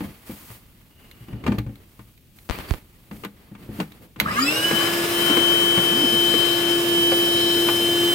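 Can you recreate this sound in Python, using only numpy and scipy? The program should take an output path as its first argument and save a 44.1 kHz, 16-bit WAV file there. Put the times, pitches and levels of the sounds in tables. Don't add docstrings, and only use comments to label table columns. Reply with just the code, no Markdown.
import sys
import numpy as np
from scipy import signal
from scipy.fft import rfft, irfft
from scipy.io import wavfile

SR = 44100
rng = np.random.default_rng(int(sys.argv[2]) if len(sys.argv) > 2 else 0)


def wav_out(sig):
    wavfile.write(sys.argv[1], SR, np.round(np.clip(np.atleast_2d(sig).T, -1, 1) * 32767).astype(np.int16))


N = 358974
TIME = np.arange(N) / SR
FREQ = np.fft.rfftfreq(N, 1 / SR) + 1e-3
EAR_SIGN = np.array([[1], [-1]])
POWER_ON_S, SPIN_UP_S, FULL_SHAFT_HZ = 4.213, .14, 343.5

# time_s, left_db, right_db
WHINE_LEVELS = [(4.64, -27, -27), (4.69, -39, -19.5), (4.77, -16.5, -44), (4.88, -26, -32), (5.0, -41, -35),
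                (5.1, -40, -38), (5.16, -23, -28.5), (5.33, -16.5, -33.5), (5.5, -16, -25),
                (6.05, -18, -25.5), (6.25, -16, -22.5), (6.43, -16, -39), (6.6, -22.5, -34),
                (6.73, -19.5, -32), (6.87, -34, -24.5), (6.97, -20.5, -19), (7.68, -20.5, -27),
                (8.14, -21.5, -21)]
# centre_hz, width_hz, gain_db
CHAMBER_RESONANCES = [(2100, 130, 12), (2652, 78, 14), (2956, 20, 12)]
# shaft_order, level_db, swell_share
BLADE_OVERTONES = [(27, -44, 0.81), (36, -40.5, 0.49), (45, -48, 0.28)]
# time_s, gain_db
OVERTONE_SWELL = [(4.9, -7), (5.15, 6.5), (5.5, 0), (5.87, -1), (6.3, -6), (6.95, -10), (7.22, 3),
                  (7.48, -11), (7.65, 4), (8.14, -4)]
# time_s, level_db
HUM_LEVELS = [(4.62, -38), (4.82, -32), (5.3, -29), (6.05, -31.5), (6.5, -27.5), (7.7, -27)]
# centre_hz, width_hz, gain_db
MOUNT_RESONANCE = [(269, 74, 17.5)]
# shaft_order (rounded in use), left_db, right_db
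SHAFT_HARMONICS = [(1.998, -38, -48.5), (3.01, -67, -78), (5, -37, -41), (8, -42, -44.5), (10.01, -41, -47),
                   (11, -67.5, -42), (12, -47, -54), (15, -84, -54.5), (16, -47, -59), (17, -46, -107),
                   (18, -45.5, -67), (20, -53, -60), (25.1, -46, -53)]
# shaft_order, level_db
STRAIN_TONES = [(5, -29.5), (7, -33.5), (12, -27.5), (14, -35), (18, -36.5), (27, -47.5)]
# centre_hz, width_hz, gain_db
HOUSING_RESONANCES = [(1226, 130, 19.5), (1706, 180, 19.5), (2060, 120, 7), (4850, 120, 23.5),
                      (5200, 200, 18.5), (5600, 400, 5), (6770, 1170, 19), (7750, 480, 17), (8780, 670, 25)]
# frequency_hz, density_db
AIR_SPECTRUM = [(25, -87), (65, -73.5), (120, -59), (280, -59), (450, -57), (750, -65), (1300, -67.5),
                (2200, -66.5), (3400, -71), (4400, -75), (7000, -76), (10000, -75.5), (15500, -76)]
# time_s, gain_db
FLOW_GAINS = [(4.5, 0), (4.75, 0.3), (5.35, 0), (5.8, -1), (6.3, 0.5), (6.7, -1.5), (7.2, 0), (8.14, -0.5)]
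# centre_hz, width_hz, gain_db
DUCT_RESONANCES = [(115.5, 6.8, 1.5), (600, 9.7, 2.5), (1130, 155, 8), (1450, 150, 8.5), (2500, 1530, 3.5),
                   (2993, 135, 8.5), (4016, 375, 11.5), (4790, 50, 10.5), (5150, 360, 11), (8070, 1760, 5),
                   (12080, 1100, 5.5)]
# frequency_hz, left_minus_right_db
AIR_BALANCE = [(100, -3), (400, 6.5), (700, -3), (1200, -1.5), (2000, 1.5), (2800, 7), (3500, 1),
               (15000, 0.5)]
# start_s, pitch_hz, ring_db, clack_db
NOZZLE_KNOCKS = [(4.709, 424, -26, -17), (4.728, 217, -12, -26), (5.298, 297, -8, -22),
                 (5.369, 335, -7.5, -15.5), (5.775, 182, -11.5, -18), (6.338, 325, -9.5, -21),
                 (7.117, 532, -12.5, -21), (7.685, 854, -20, -15.5)]
# time_s, rib_rate_hz, level_db
HOSE_PULL = [(5.88, 160, -70), (5.92, 185, -29), (5.96, 235.7, -27.5), (6.01, 303.6, -29), (6.05, 261, -21),
             (6.09, 238, -56), (6.14, 203.4, -24.5), (6.18, 170, -42), (6.22, 142.5, -64)]
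# start_s, thud_db, ring_db, clack_db
PANEL_KNOCKS = [(.005, -46, -20.5, -32.5), (0.037, -42, -33, -47), (.295, -36, -26.5, -43),
                (0.501, -35, -53, -41), (1.208, -35, -45, -60), (1.283, -39, -37, -43),
                (1.328, -24, -29, -42), (1.438, -37, -33, -33.5), (1.464, -29, -23, -22),
                (1.476, -16, -11, -24.5), (1.519, -31, -20, -27.5), (1.582, -16.5, -23, -28),
                (1.664, -21, -32, -43), (1.692, -55, -33, -49), (1.992, -36.5, -43, -41.5),
                (3.111, -40, -30, -36.5), (3.142, -35, -39, -51), (3.235, -57, -44, -30.5),
                (3.248, -41, -29.5, -29), (3.514, -39.5, -35, -58), (3.55, -59, -44, -41.5),
                (3.69, -29.5, -28, -59), (3.789, -51, -22.5, -46), (3.8, -44, -20.5, -19.5),
                (3.817, -48, -40, -51), (4.16, -53, -39.5, -40), (4.21, -50, -25, -21.5),
                (4.225, -50, -27, -38)]
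# pitch_hz, t60_s, level_db
PANEL_MODES = [(157.5, 0.21, -2), (187.7, 0.13, 4), (205.2, 0.29, 3.5), (235.6, 0.14, 3), (285, 0.25, -1.5),
               (320.6, 0.084, 5), (376, 0.15, -17), (474, 0.2, -11.5), (531.3, 0.093, -7), (764, 0.11, -16),
               (860, 0.21, -17), (1640, 0.21, -29), (1825, 0.2, -23)]
# frequency_hz, level_db
CLACK_SPECTRUM = [(100, -12), (400, 13), (900, -1), (1400, 7.5), (2300, 1), (3300, -2.5), (4800, -14),
                  (7000, -14), (12000, -23.5), (16000, -22)]
# pitch_hz, t60_s, level_db
CLACK_MODES = [(634, 0.18, -23), (808, 0.15, -15.5), (912, 0.11, -12), (1047, 0.057, -5),
               (1194, 0.084, -10), (1475, 0.12, -16), (1840, 0.099, -24), (2225, 0.097, -15),
               (2370, 0.083, -13), (2770, 0.065, -12.5)]
# centre_hz, width_hz, gain_db
CAVITY_RESONANCES = [(555, 300, 0), (897, 220, 2.5), (1185, 170, 3.5), (1910, 110, 1.5), (2140, 290, 2.5),
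                     (2630, 600, 2), (3200, 210, 2.5), (4500, 640, 7)]
# start_s, level_db
SNAP_EVENTS = [(1.113, -39.5), (1.586, -28.5), (1.756, -45), (2.177, -50), (2.387, -45.5), (3.248, -30.5),
               (3.92, -40.5), (4.2, -10), (4.208, -22)]
# frequency_hz, level_db
SNAP_SPECTRUM = [(200, -28), (1200, 0), (1700, -1), (2140, 10), (2900, -1), (4000, 6), (5200, -14),
                 (6100, -8.5), (9500, -17.5), (12200, -2.5), (16000, -14)]
# start_s, thump_db, tick_db, left_minus_right_db
CASE_BUMPS = [(2.4913, -37, -20.5, 13), (2.4978, -13, -4.5, 12.5), (2.502, -16, -18, 22),
              (2.5101, -43, -9.5, 19), (2.588, -21, -11.5, 9), (2.709, -40, -9.5, -17),
              (2.712, -2.5, -19, -13), (2.7389, -22, -14.5, -17), (2.7447, -26, -21.5, -19)]
# start_s, length_s, rumble_db, scrape_db, hiss_db
RUB_STROKES = [(-.03, 0.084, -36, -46.5, -47), (0.067, 0.22, -71, -55, -54), (0.239, 0.3, -52.5, -51, -45),
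               (.58, .42, -73, -63.5, -64), (0.97, 0.35, -55, -57.5, -58.5),
               (1.265, 0.25, -42.5, -58.5, -79), (1.43, 0.12, -31.5, -47, -56),
               (1.66, 0.18, -53.5, -61.5, -64), (1.85, 0.24, -69, -64.5, -60),
               (2.327, 0.15, -61, -64.5, -54.5), (2.484, 0.15, -41, -39, -45.5),
               (2.651, 0.084, -40.5, -43.5, -44), (2.818, 0.35, -63, -64, -61.5),
               (3.092, 0.14, -48, -59, -51.5), (3.3, .24, -55.5, -60.5, -64), (3.567, .16, -45.5, -54, -57),
               (3.71, 0.12, -42.5, -49, -48.5), (3.857, 0.11, -51, -57.5, -59),
               (3.99, 0.037, -44, -55, -53), (4.169, 0.17, -34, -43.5, -52)]
# start_s, length_s, first_hz, last_hz, level_db
SQUEAL_GLIDES = [(0.849, 0.71, 2850, 2920, -63.5), (2.53, 0.051, 2050, 2800, -47),
                 (2.673, .06, 4720, 4440, -49)]
# frequency_hz, level_db
CLOTH_SPECTRUM = [(1000, -5), (4000, -1), (6500, -2), (10000, 1.5), (13000, 4), (16000, 4)]
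# frequency_hz, density_db
GARAGE_SPECTRUM = [(25, -73), (55, -73), (115, -79), (250, -86), (500, -115), (1000, -110.5), (3000, -100),
                   (6000, -108), (10000, -107), (13000, -103), (16000, -103)]
# frequency_hz, correlation
EAR_CORRELATION = [(50, .8), (150, .95), (350, .88), (700, .35), (1500, .15), (4500, .15), (8000, .62),
                   (15000, .62)]


def motor(speed, echo_db=-3):
    shaft_hz = FULL_SHAFT_HZ * speed
    gliding = np.clip((340 - shaft_hz) / 30, 0, 1)
    jitter = .00035 + .004 * gliding
    angle = 2 * np.pi * np.cumsum(shaft_hz * (1 + jitter * walk(53) + .0002 * walk(2))) / SR
    hum = unbalance_hum(angle, speed)
    tones = blade_whine(angle, speed) + bearing_tone(angle, speed)
    wavers = np.array([walk(23) for _ in range(8)])
    tones += shaft_harmonics(angle, speed, wavers) + blade_overtones(angle, speed, wavers)
    tones += strain(angle, speed)
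    return np.sqrt(2) * (hum + wall_echoes(tones, undb(echo_db) * gliding))


def blade_whine(angle, speed, blades=9, db_per_decade=96, waver_db=.7, lag_rad=.84):
    level_db = np.array(curves(WHINE_LEVELS)) + db_per_decade * np.log10(speed)
    level_db += resonance_db(blades * FULL_SHAFT_HZ * speed, CHAMBER_RESONANCES) + waver_db * walk(22)
    return undb(level_db) * np.sin(blades * angle + EAR_SIGN * (lag_rad + .57 * walk(.49)))


def blade_overtones(angle, speed, wavers, db_per_decade=105, shimmer_db=2.6, blur_rad=.5):
    out, swell_db = np.zeros((2, N)), curves(OVERTONE_SWELL)[0]
    for (order, db, share), shimmer in zip(BLADE_OVERTONES, wavers):
        level_db = db + share * swell_db + db_per_decade * np.log10(speed) + shimmer_db * shimmer
        out += undb(level_db) * np.sin(order * angle + .07 * EAR_SIGN + blur_rad * walk(45))
    return out * ears(1.5)


def unbalance_hum(angle, speed, db_per_decade=17):
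    level_db = curves(HUM_LEVELS)[0] + db_per_decade * np.log10(speed)
    level_db += resonance_db(FULL_SHAFT_HZ * speed, MOUNT_RESONANCE) + walk(12)
    return undb(level_db) * np.sin(angle + .088 * EAR_SIGN) * ears(.92)


def shaft_harmonics(angle, speed, wavers, db_per_decade=77, flicker_db=1, drift_rad=.72):
    out = np.zeros((2, N))
    for order, *ear_db in SHAFT_HARMONICS:
        for ear, db in enumerate(ear_db):
            swell, bend = np.roll(wavers[rng.permutation(8)[:2]], rng.integers(N // 2), axis=1)
            out[ear] += undb(db + flicker_db * swell) * np.sin(round(order) * angle + drift_rad * bend)
    return out * undb(db_per_decade * np.log10(speed))


def bearing_tone(angle, speed, order=2.632, db_per_decade=77):
    level_db = -48 + db_per_decade * np.log10(speed)
    return undb(level_db) * np.sin(order * angle + .85 * walk(1.4)) * ears(12.3)


def strain(angle, speed, rough_db=3, blur_rad=.8):
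    out = np.zeros((2, N))
    for order, db in STRAIN_TONES:
        flare_db = resonance_db(order * FULL_SHAFT_HZ * speed, HOUSING_RESONANCES)
        gain = undb(db + flare_db + rough_db * walk(40))
        out += gain * np.sin(order * angle + .92 * EAR_SIGN + blur_rad * walk(116))
    return out * speed ** 1.46 * (1 - speed) ** .64


def air_rush(speed, db_per_decade=39, churn_fall_db_per_s=3.5, flutter_db=3.34):
    flow_db = curves(FLOW_GAINS)[0] + db_per_decade * np.log10(speed)
    churn_db = 2 - churn_fall_db_per_s * (TIME - POWER_ON_S) + flutter_db * walk(4.3)
    churn = undb(churn_db) * np.minimum(speed / .44, 1) ** 2
    colour_db = shape(AIR_SPECTRUM) + resonance_db(FREQ, DUCT_RESONANCES)
    spectrum = rfft(noise(colour_db + shape(AIR_BALANCE) * EAR_SIGN / 2))
    middle = irfft(spectrum * undb(band(1200, 1400)), N)
    rush = irfft(spectrum, N) - middle
    for hz, width, _ in DUCT_RESONANCES[6:9]:
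        duct = irfft(spectrum * np.exp(-((FREQ - hz) / width) ** 2), N)
        rush += duct * (undb(2.2 * walk(2)) - 1)
    return (rush * undb(flow_db) + middle * churn) * undb(.64 * walk(46))


def nozzle_knocks(grit, ring_t60=.063, rise_s=.0085):
    out, age = np.zeros((2, N)), TIME[:SR // 4]
    envelope = (1 - np.exp(-age / rise_s)) * fade(ring_t60, age)
    modes = [(.8, .85), (1, 1.84), (1.4, .78)]
    for s, hz, ring_db, clack_db in NOZZLE_KNOCKS:
        ring = sum(gain * np.sin(2 * np.pi * hz * ratio * age) for ratio, gain in modes)
        add(out, s, undb(ring_db) * envelope * ring + undb(clack_db) * clack(grit, age))
    return out * ears(1.5)


def hose_zip():
    rib_hz, db = curves(HOSE_PULL)
    phase = 2 * np.pi * np.cumsum(rib_hz * (1 + .058 * walk(93))) / SR
    ribs = np.sin(phase) + .12 * np.sin(2 * phase) + .064 * np.sin(3 * phase)
    return unit(ribs) * undb(db + 2 * walk(50)) * (db > min(db))


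def panel_knocks(grit, thud_hz=116, low_thud_hz=66, thud_t60=.21, push_s=.0017):
    out, age = np.zeros((2, N)), TIME[:SR // 2]
    hz, t60, db = np.transpose(PANEL_MODES)[:, :, None]
    push = 1 - np.exp(-age / push_s)
    thud = np.sin(2 * np.pi * thud_hz * age) + .43 * np.sin(2 * np.pi * low_thud_hz * age)
    thud *= fade(thud_t60, age)
    for s, thud_db, ring_db, clack_db in PANEL_KNOCKS:
        size, detune, lag = rng.standard_normal((3, len(PANEL_MODES), 1))
        gains = undb(db + 2 * size)
        phases = 2 * np.pi * hz * (1 + .016 * detune) * age + 1.52 * lag
        ring = np.sum(gains * fade(t60, age) * np.sin(phases), axis=0) * np.sqrt(2 / np.sum(gains ** 2))
        body = push * (undb(thud_db) * thud + undb(ring_db) * ring)
        add(out, s, body + undb(clack_db) * clack(grit, age))
    return out * ears(1.8)


def clack(grit, age, rise_s=.0013, contact_t60=.047, tail_t60=.2, tail_db=-18):
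    chatter = piece(grit, len(age)) * (fade(contact_t60, age) + undb(tail_db) * fade(tail_t60, age))
    count = len(CLACK_MODES)
    phases = rng.uniform(0, 2 * np.pi, (count, 1, 1)) + 1.45 * rng.standard_normal((count, 2, 1))
    ring = sum(undb(db) * fade(t60, age) * np.sin(2 * np.pi * hz * age + phase)
               for (hz, t60, db), phase in zip(CLACK_MODES, phases))
    return (chatter + ring) * (1 - np.exp(-age / rise_s))


def snaps(crack_t60=.025, tail_t60=.21, tail_db=-20):
    out, age = np.zeros((2, N)), TIME[:SR // 4]
    ring = unit(noise(shape(SNAP_SPECTRUM)))
    envelope = fade(crack_t60, age) + undb(tail_db) * fade(tail_t60, age)
    for s, db in SNAP_EVENTS:
        add(out, s, undb(db) * piece(ring, len(age)) * envelope)
    return out * ears(-.89)


def case_bumps(thump_hz=62, thump_t60=.026, tick_s=.00016, tick_rise_s=.00004):
    out, age = np.zeros((2, N)), TIME[:SR // 4]
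    thump = np.sin(2 * np.pi * thump_hz * age) * fade(thump_t60, age)
    tick = np.exp(-age / tick_rise_s) - np.exp(-age / tick_s)
    for s, thump_db, tick_db, pan_db in CASE_BUMPS:
        add(out, s, ears(pan_db) * (undb(thump_db) * thump + undb(tick_db) * tick))
    return out


def rubbing(grain_db=2, grip_s=.043, release_t60=.32, rustle_db=(-61, -76, -71)):
    power = undb(rustle_db)[:, None] ** 2 * np.ones(N)
    for s, length, *db in RUB_STROKES:
        stroke = np.clip((TIME - s) / grip_s, 0, 1) * fade(release_t60, np.maximum(TIME - s - length, 0))
        power += (undb(db)[:, None] * stroke) ** 2
    rumble_gain, scrape_gain, hiss_gain = np.sqrt(power)
    grip_db = grain_db * walk(50)
    rumble = unit(noise(band(50, 283))) * rumble_gain
    scrape = unit(noise(2 * band(220, 3400) + resonance_db(FREQ, CAVITY_RESONANCES))) * scrape_gain
    squeal = squeals()
    hiss = unit(noise(shape(CLOTH_SPECTRUM))) * hiss_gain
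    return rumble + scrape * undb(grip_db) + squeal + hiss * undb(grip_db / 2)


def squeals(width_hz=85):
    slips = np.zeros((1, N))
    for s, length, first_hz, last_hz, db in SQUEAL_GLIDES:
        hz = np.linspace(first_hz, last_hz, int(length * SR))
        glide = np.sqrt(2) * np.sin(2 * np.pi * np.cumsum(hz) / SR)
        add(slips, s, undb(db) * signal.windows.tukey(len(hz)) * glide)
    return slips * unit(noise(band(5.7, width_hz)))


def wall_echoes(x, share, t60=.19):
    age = TIME[:SR // 2]
    tail = rng.standard_normal((2, len(age))) * fade(t60, age - .004)
    tail /= np.sqrt(np.sum(tail ** 2, axis=1, keepdims=True))
    return x + signal.fftconvolve(x * share, tail, axes=1)[:, :N]


def garage():
    return noise(shape(GARAGE_SPECTRUM)) * undb(walk(6.9))


def undb(db):
    return 10 ** (np.asarray(db) / 20)


def unit(x):
    return x / np.sqrt(np.mean(x ** 2))


def curves(table):
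    s, *columns = np.transpose(table)
    return [np.interp(TIME, s, column) for column in columns]


def shape(points):
    hz, value = np.transpose(points)
    return np.interp(np.log(FREQ), np.log(hz), value)


def resonance_db(hz, resonances):
    return sum(db / (1 + (2 * (hz - centre) / width) ** 2) for centre, width, db in resonances)


def band(lo_hz, hi_hz):
    return -10 * np.log10((1 + (lo_hz / FREQ) ** 4) * (1 + (FREQ / hi_hz) ** 4))


def ears(pan_db):
    return undb(EAR_SIGN * pan_db / 2)


def noise(db):
    mid, side = rfft(rng.standard_normal((2, N)))
    alike = shape(EAR_CORRELATION)
    mid, side = mid * np.sqrt(1 + alike), side * np.sqrt(1 - alike)
    return irfft(np.array([mid + side, mid - side]) * undb(db), N) * np.sqrt(SR) / 2


def walk(rate_hz):
    steps = rng.standard_normal(N // 32)
    hz = np.fft.rfftfreq(len(steps), 32 / SR)
    slow = unit(irfft(rfft(steps) / (1 + (hz / rate_hz) ** 2) ** 2, len(steps)))
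    return np.interp(TIME, np.linspace(0, TIME[-1], len(steps)), slow)


def fade(t60, age):
    return (age >= 0) * undb(-60 * np.clip(age / t60, 0, 3))


def add(out, start_s, sound):
    start = max(int(start_s * SR), 0)
    out[:, start:start + sound.shape[-1]] += sound[..., :N - start]


def piece(x, size):
    start = rng.integers(N - size)
    return x[:, start:start + size]


def scene():
    speed = np.maximum(1 - np.exp(-(TIME - POWER_ON_S) / SPIN_UP_S), 1e-3)
    cleaner = (TIME > POWER_ON_S) * (motor(speed) + air_rush(speed))
    grit = unit(noise(shape(CLACK_SPECTRUM) + resonance_db(FREQ, CAVITY_RESONANCES)))
    handling = hose_zip() + panel_knocks(grit) + nozzle_knocks(grit) + snaps() + case_bumps() + rubbing()
    return cleaner + handling + garage()


def record(dry, low_hz=38, top_hz=15800):
    high_pass = signal.butter(2, low_hz, "high", fs=SR, output="sos")
    low_pass = signal.ellip(12, .1, 80, top_hz, fs=SR, output="sos")
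    return signal.sosfilt(low_pass, np.clip(signal.sosfilt(high_pass, dry), -1, 1))


dry = scene()
out = record(dry)
wav_out(out)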